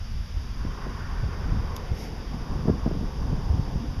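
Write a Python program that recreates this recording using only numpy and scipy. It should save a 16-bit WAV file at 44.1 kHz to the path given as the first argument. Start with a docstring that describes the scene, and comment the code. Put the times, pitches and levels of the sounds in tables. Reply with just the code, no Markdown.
"""A distant seaplane on a gusty shore

A seaplane taxis far across a harbour: its engine and propeller make a low rumble and a blurred
roar that swells, then darkens. Gusts shake the microphone, and swirls of air hit it with blunt
thumps. Under it all lies a steady hiss, with one small tick and a brief rustle close by.
The camera cuts narrow gaps in the treble."""
import sys
import numpy as np
from scipy.fft import rfft, irfft, next_fast_len
from scipy.io import wavfile
from scipy.ndimage import uniform_filter1d, map_coordinates

SR = 44100
rng = np.random.default_rng(int(sys.argv[2]) if len(sys.argv) > 2 else 0)


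def unload_audio(sound):
    """Save the sound as a 16-bit wav file, at the path given as the first command line argument."""
    columns = np.transpose(np.atleast_2d(sound))
    # keep every value between -1 and 1, then stretch to whole-number steps
    steps = np.round(np.clip(columns, -1, 1) * 32767)
    wavfile.write(sys.argv[1], SR, steps.astype(np.int16))


N = 176400  # 4 seconds
TIME = np.arange(N) / SR


def amp(db):
    """Turn decibels into a number to multiply by."""
    return 10 ** (np.asarray(db) / 20)


def unit(x):
    """Scale a sound to an average strength (rms) of 1."""
    return x / np.sqrt(np.mean(x ** 2) + 1e-20)


def curves(rows):
    """Join a table's points with straight lines: one curve for each column after the time."""
    times, *columns = np.transpose(rows)
    return [np.interp(TIME, times, column) for column in columns]


def wobble(per_second):
    """A smooth curve through evenly spaced random values."""
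    points = rng.standard_normal(int(N * per_second / SR) + 4)
    return map_coordinates(points, [TIME * per_second])


def filtered(x, response):
    """Turn each frequency up or down by the gain that response gives it."""
    size = next_fast_len(N + SR // 2)
    hz = np.fft.rfftfreq(size, 1 / SR)
    return irfft(rfft(x, size) * response(hz), size)[:N]


def noise(colour):
    """Noise of strength 1. Its colour says how strong the frequencies are next to each other."""
    points_hz, db = np.transpose(colour)
    response = lambda hz: amp(np.interp(np.log(hz + 1), np.log(points_hz + 1), db))
    return unit(filtered(rng.standard_normal(N), response))


def even(x, samples):
    """Smooth away a noise's own slow swells."""
    power = np.abs(uniform_filter1d(x ** 2, samples))
    return unit(x / np.sqrt(power + 1e-6))


# Colours of the rumble and of the roar's five bands, low to high (frequency [Hz], level [dB])
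RUMBLE_COLOUR = [(20,-18),(50,-6),(80,3),(120,-16.5),(165,-6.5),(230,-9),(330,-47.5),(800,-60)]
LOW_COLOUR = [(100,-16),(220,-7),(400,1.5),(510,1),(600,-7),(750,-13),(1200,-42),(2500,-61)]
MIDDLE_COLOUR = [(400,-24),(600,-5),(740,0.5),(830,-2),(930,-1),(1100,-16),(1600,-42.5)]
PEAK_COLOUR = [(600,-31),(830,-5.5),(940,0),(1080,5),(1200,-1),(1320,-17),(1700,-45.5)]
TREBLE_COLOUR = [(800,-40),(1200,2),(1320,3),(1500,6.5),(1680,-0.5),(1830,0.5),(2050,-7),(2600,-11.5),(4000,-25.5),(8000,-52)]
TOP_COLOUR = [(1200,-19),(1650,-8),(1850,-1),(2150,-1.5),(2600,-7),(3500,-14),(5000,-16),(8000,-50)]
# How loud each band is (time [s], low [dB], middle [dB], 1 kHz peak [dB], treble [dB], top [dB])
ROAR_LEVELS = [(0,-63.5,-66,-69,-68,-72),(.56,-56,-61.5,-57,-59.5,-60),(.74,-50,-57.5,-45.5,-50.5,-59),(1,-51.5,-55,-46.5,-47.5,-58),(1.35,-48,-51.5,-49,-49,-61.5),(1.78,-45.5,-50.5,-45,-52.5,-55.5),(2.0,-45,-50.5,-61,-61,-53),(2.5,-49,-49.5,-48,-55,-64.5),(3.1,-46.5,-51,-52.5,-57.5,-67),(3.5,-48,-46.5,-50,-58.5,-72),(4,-49,-52.5,-53.5,-60,-72)]

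def seaplane(rumble_db=-43, rough_db=1.53):
    """Engine and propeller, blurred by distance into a steady rumble and a rough roar."""
    bands = [noise(c) for c in (LOW_COLOUR, MIDDLE_COLOUR, PEAK_COLOUR, TREBLE_COLOUR, TOP_COLOUR)]
    rumble = amp(rumble_db) * noise(RUMBLE_COLOUR)
    roar = np.zeros(N)
    for db, band in zip(curves(ROAR_LEVELS), bands):
        roar += amp(db + rough_db * wobble(per_second=30)) * band
    return rumble + roar


# How the wind's deep shaking and its flutter rise and fall (time [s], level [dB])
SHAKE_LEVELS = [(0.0, -31.5), (0.08, -33.5), (0.2, -25.5), (0.28, -42.5), (0.38, -25.5), (0.41, -34),
                (0.7, -27), (0.75, -37), (0.92, -32), (0.97, -37), (1.26, -23.5), (1.27, -29.5),
                (1.37, -32.5), (1.54, -24), (1.77, -33.5), (1.8, -36), (1.88, -33.5), (1.92, -25),
                (1.94, -32), (2.02, -38.5), (2.43, -30), (2.46, -51), (2.51, -26), (2.63, -33),
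                (2.71, -32.5), (2.8, -30.5), (2.87, -26), (2.92, -30), (3.06, -27.5), (3.15, -38),
                (3.19, -27), (3.4, -27.5), (3.44, -30), (3.51, -26), (3.72, -32.5), (3.75, -25.5),
                (3.85, -37.5), (3.88, -27.5), (3.95, -38), (4.0, -23.5)]
FLUTTER_LEVELS = [(0,-62),(.17,-49.5),(.31,-53),(.38,-44),(.48,-48.5),(.66,-40),(.77,-44.5),(.87,-38),(1.13,-48),(1.24,-36),(1.35,-41.5),(1.54,-34),(1.83,-47),(1.92,-40.5),(2.02,-41.5),(2.22,-41),(2.27,-46),(2.34,-38.5),(2.46,-39.5),(2.53,-34.5),(2.59,-32.5),(2.7,-33),(2.76,-31.5),(2.83,-44),(2.9,-31.5),(3.03,-33.5),(3.11,-44.5),(3.19,-35),(3.35,-32),(3.44,-35),(3.53,-32),(3.69,-40.5),(3.77,-32.5),(3.95,-38.5),(4,-43)]
# Their colours (frequency [Hz], level [dB])
SHAKE_COLOUR = [(8,-11.5),(22,1),(40,2.5),(70,-2),(110,-8.5),(170,-25),(300,-38.5),(800,-80),(2000,-120)]
FLUTTER_COLOUR = [(50,-34),(100,-7),(138,2),(205,-6),(255,-6.5),(400,-20.5),(700,-34),(1500,-48),(4000,-90)]

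def wind(shake_lift_db=0.22, lumpy_db=1.43):
    """Gusts push on the microphone: a deep shaking with a lumpy flutter above it."""
    shake = even(noise(SHAKE_COLOUR), samples=4000)
    flutter = even(noise(FLUTTER_COLOUR), samples=3000)
    shake_db = curves(SHAKE_LEVELS)[0] + shake_lift_db
    flutter_db = curves(FLUTTER_LEVELS)[0] + lumpy_db * wobble(per_second=45)
    return amp(shake_db) * shake + amp(flutter_db) * flutter


# Colour of the hiss (frequency [Hz], level [dB])
HISS_COLOUR = [(100,-13),(400,0.5),(1100,4),(1600,4),(2200,-1),(3500,1.5),(4100,-1.5),(4650,5),(5050,5.5),(5500,1.5),(6200,-4.5),(7000,-12.5),(7700,-25),(8400,-27.5),(9300,-17),(11000,-12),(12000,-14.5),(13200,-19),(15200,-24)]

def hiss(level_db=-49):
    """The harbour air and the microphone itself make a soft, steady noise."""
    return amp(level_db) * noise(HISS_COLOUR)


# Swirls of air (time [s], peak level [dB], pitch [Hz], puff level compared with the peak [dB])
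THUMPS = [(0.37,-25.5,69.4,-40),(0.652,-21.5,203,-32),(0.867,-27,243,-9),(1.238,-17.5,79,-24),(1.525,-18.5,110,-29),(1.919,-18,84,-35),(2.345,-23.5,149,-28),(2.657,-17,171,-29),(2.677,-21,297,-16),(2.685,-10,158,-15),(2.696,-18.5,340,-13),(2.701,-11,202,-21.5),(2.714,-16,70,-29),(2.865,-13,197,-15.5),(2.878,-18,206,-17),(2.914,-22.5,280,-20),(2.953,-24.5,280,-19),(3.012,-24.5,220,-19),(3.252,-22,70,-33),(3.331,-18.5,140,-21),(3.507,-15.5,65,-31),(3.547,-15,70,-36),(3.597,-14.5,119,-33),(3.759,-19,125,-25)]
# Colour of the puffs (frequency [Hz], level [dB])
PUFF_COLOUR = [(150,-11),(400,4),(650,3),(850,-8),(1200,-12),(1700,-21),(2500,-34),(5000,-65)]

def thumps(half_width_cycles=0.5, octave_share=0.23, puff_half_width_s=0.0055):
    """Each swirl hits the microphone with one short swing of pressure, in a puff of finer swirls."""
    pulse = lambda cycles: np.sin(2 * np.pi * cycles) * np.exp(-(cycles / half_width_cycles) ** 2)
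    swings, puffs = np.zeros(N), np.zeros(N)
    for start, db, hz, puff_db in THUMPS:
        near = np.abs(TIME - start) < 0.05
        age = TIME[near] - start
        swing = pulse(age * hz) + octave_share * pulse(2 * age * hz)  # the octave steepens the middle
        swings[near] -= amp(db) * swing / np.abs(swing).max()
        puffs[near] += amp(db + puff_db) * np.exp(-(age / puff_half_width_s) ** 2)
    return swings + puffs * noise(PUFF_COLOUR)


# The three clicks in the tick (time [s], peak level [dB])
CLICKS = [(1.7605,-46),(1.7655,-32),(1.774,-46)]
# Their colour (frequency [Hz], level [dB])
CLICK_COLOUR = [(1500,-17),(3500,-2),(5000,3),(6500,1.5),(8200,-24),(10000,-19),(11200,4.5),(12500,-3),(13800,-10),(15000,-22)]

def tick(rise_s=0.001, fade_60_db_s=0.011):
    """Handling near the camera: three dry clicks, so close together that they sound like one."""
    loudness = np.zeros(N)
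    for peak_s, db in CLICKS:
        rise = np.exp(np.minimum(TIME - peak_s, 0) / rise_s)
        fade = amp(-60 * np.maximum(TIME - peak_s, 0) / fade_60_db_s)
        loudness += amp(db) * rise * fade
    return loudness * noise(CLICK_COLOUR)


# Colour of the rustle (frequency [Hz], level [dB])
RUSTLE_COLOUR = [(1200,-12),(2000,-2),(3500,-3),(5500,6.5),(7000,-7),(8200,-18),(10200,-11),(11500,-1.5),(12800,-10),(15000,-22)]

def rustle(peak_s=2.02, half_width_s=0.069, peak_db=-48.5):
    """Handling near the camera: a soft, bright noise that quickly comes and goes."""
    swell = np.exp(-((TIME - peak_s) / half_width_s) ** 2)
    return amp(peak_db) * swell * noise(RUSTLE_COLOUR)


def scene():
    """All the sounds add up at one microphone."""
    return (seaplane() + wind() + hiss() + thumps() + tick() + rustle())[None]


# Gaps in the treble (centre [Hz], width [Hz])
TREBLE_GAPS = [(4205,630),(7880,550),(8770,410),(12580,970)]

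def record(dry, top_hz=15300):
    """The camera cuts four narrow gaps in the treble and keeps nothing above top_hz."""
    def response(hz):
        gaps = [np.abs(hz - centre) / np.hypot(hz - centre, width / 2) for centre, width in TREBLE_GAPS]
        return np.prod(gaps, axis=0) * (hz < top_hz)
    return filtered(dry[0], response)[None]


dry = scene()
out = record(dry)
unload_audio(out)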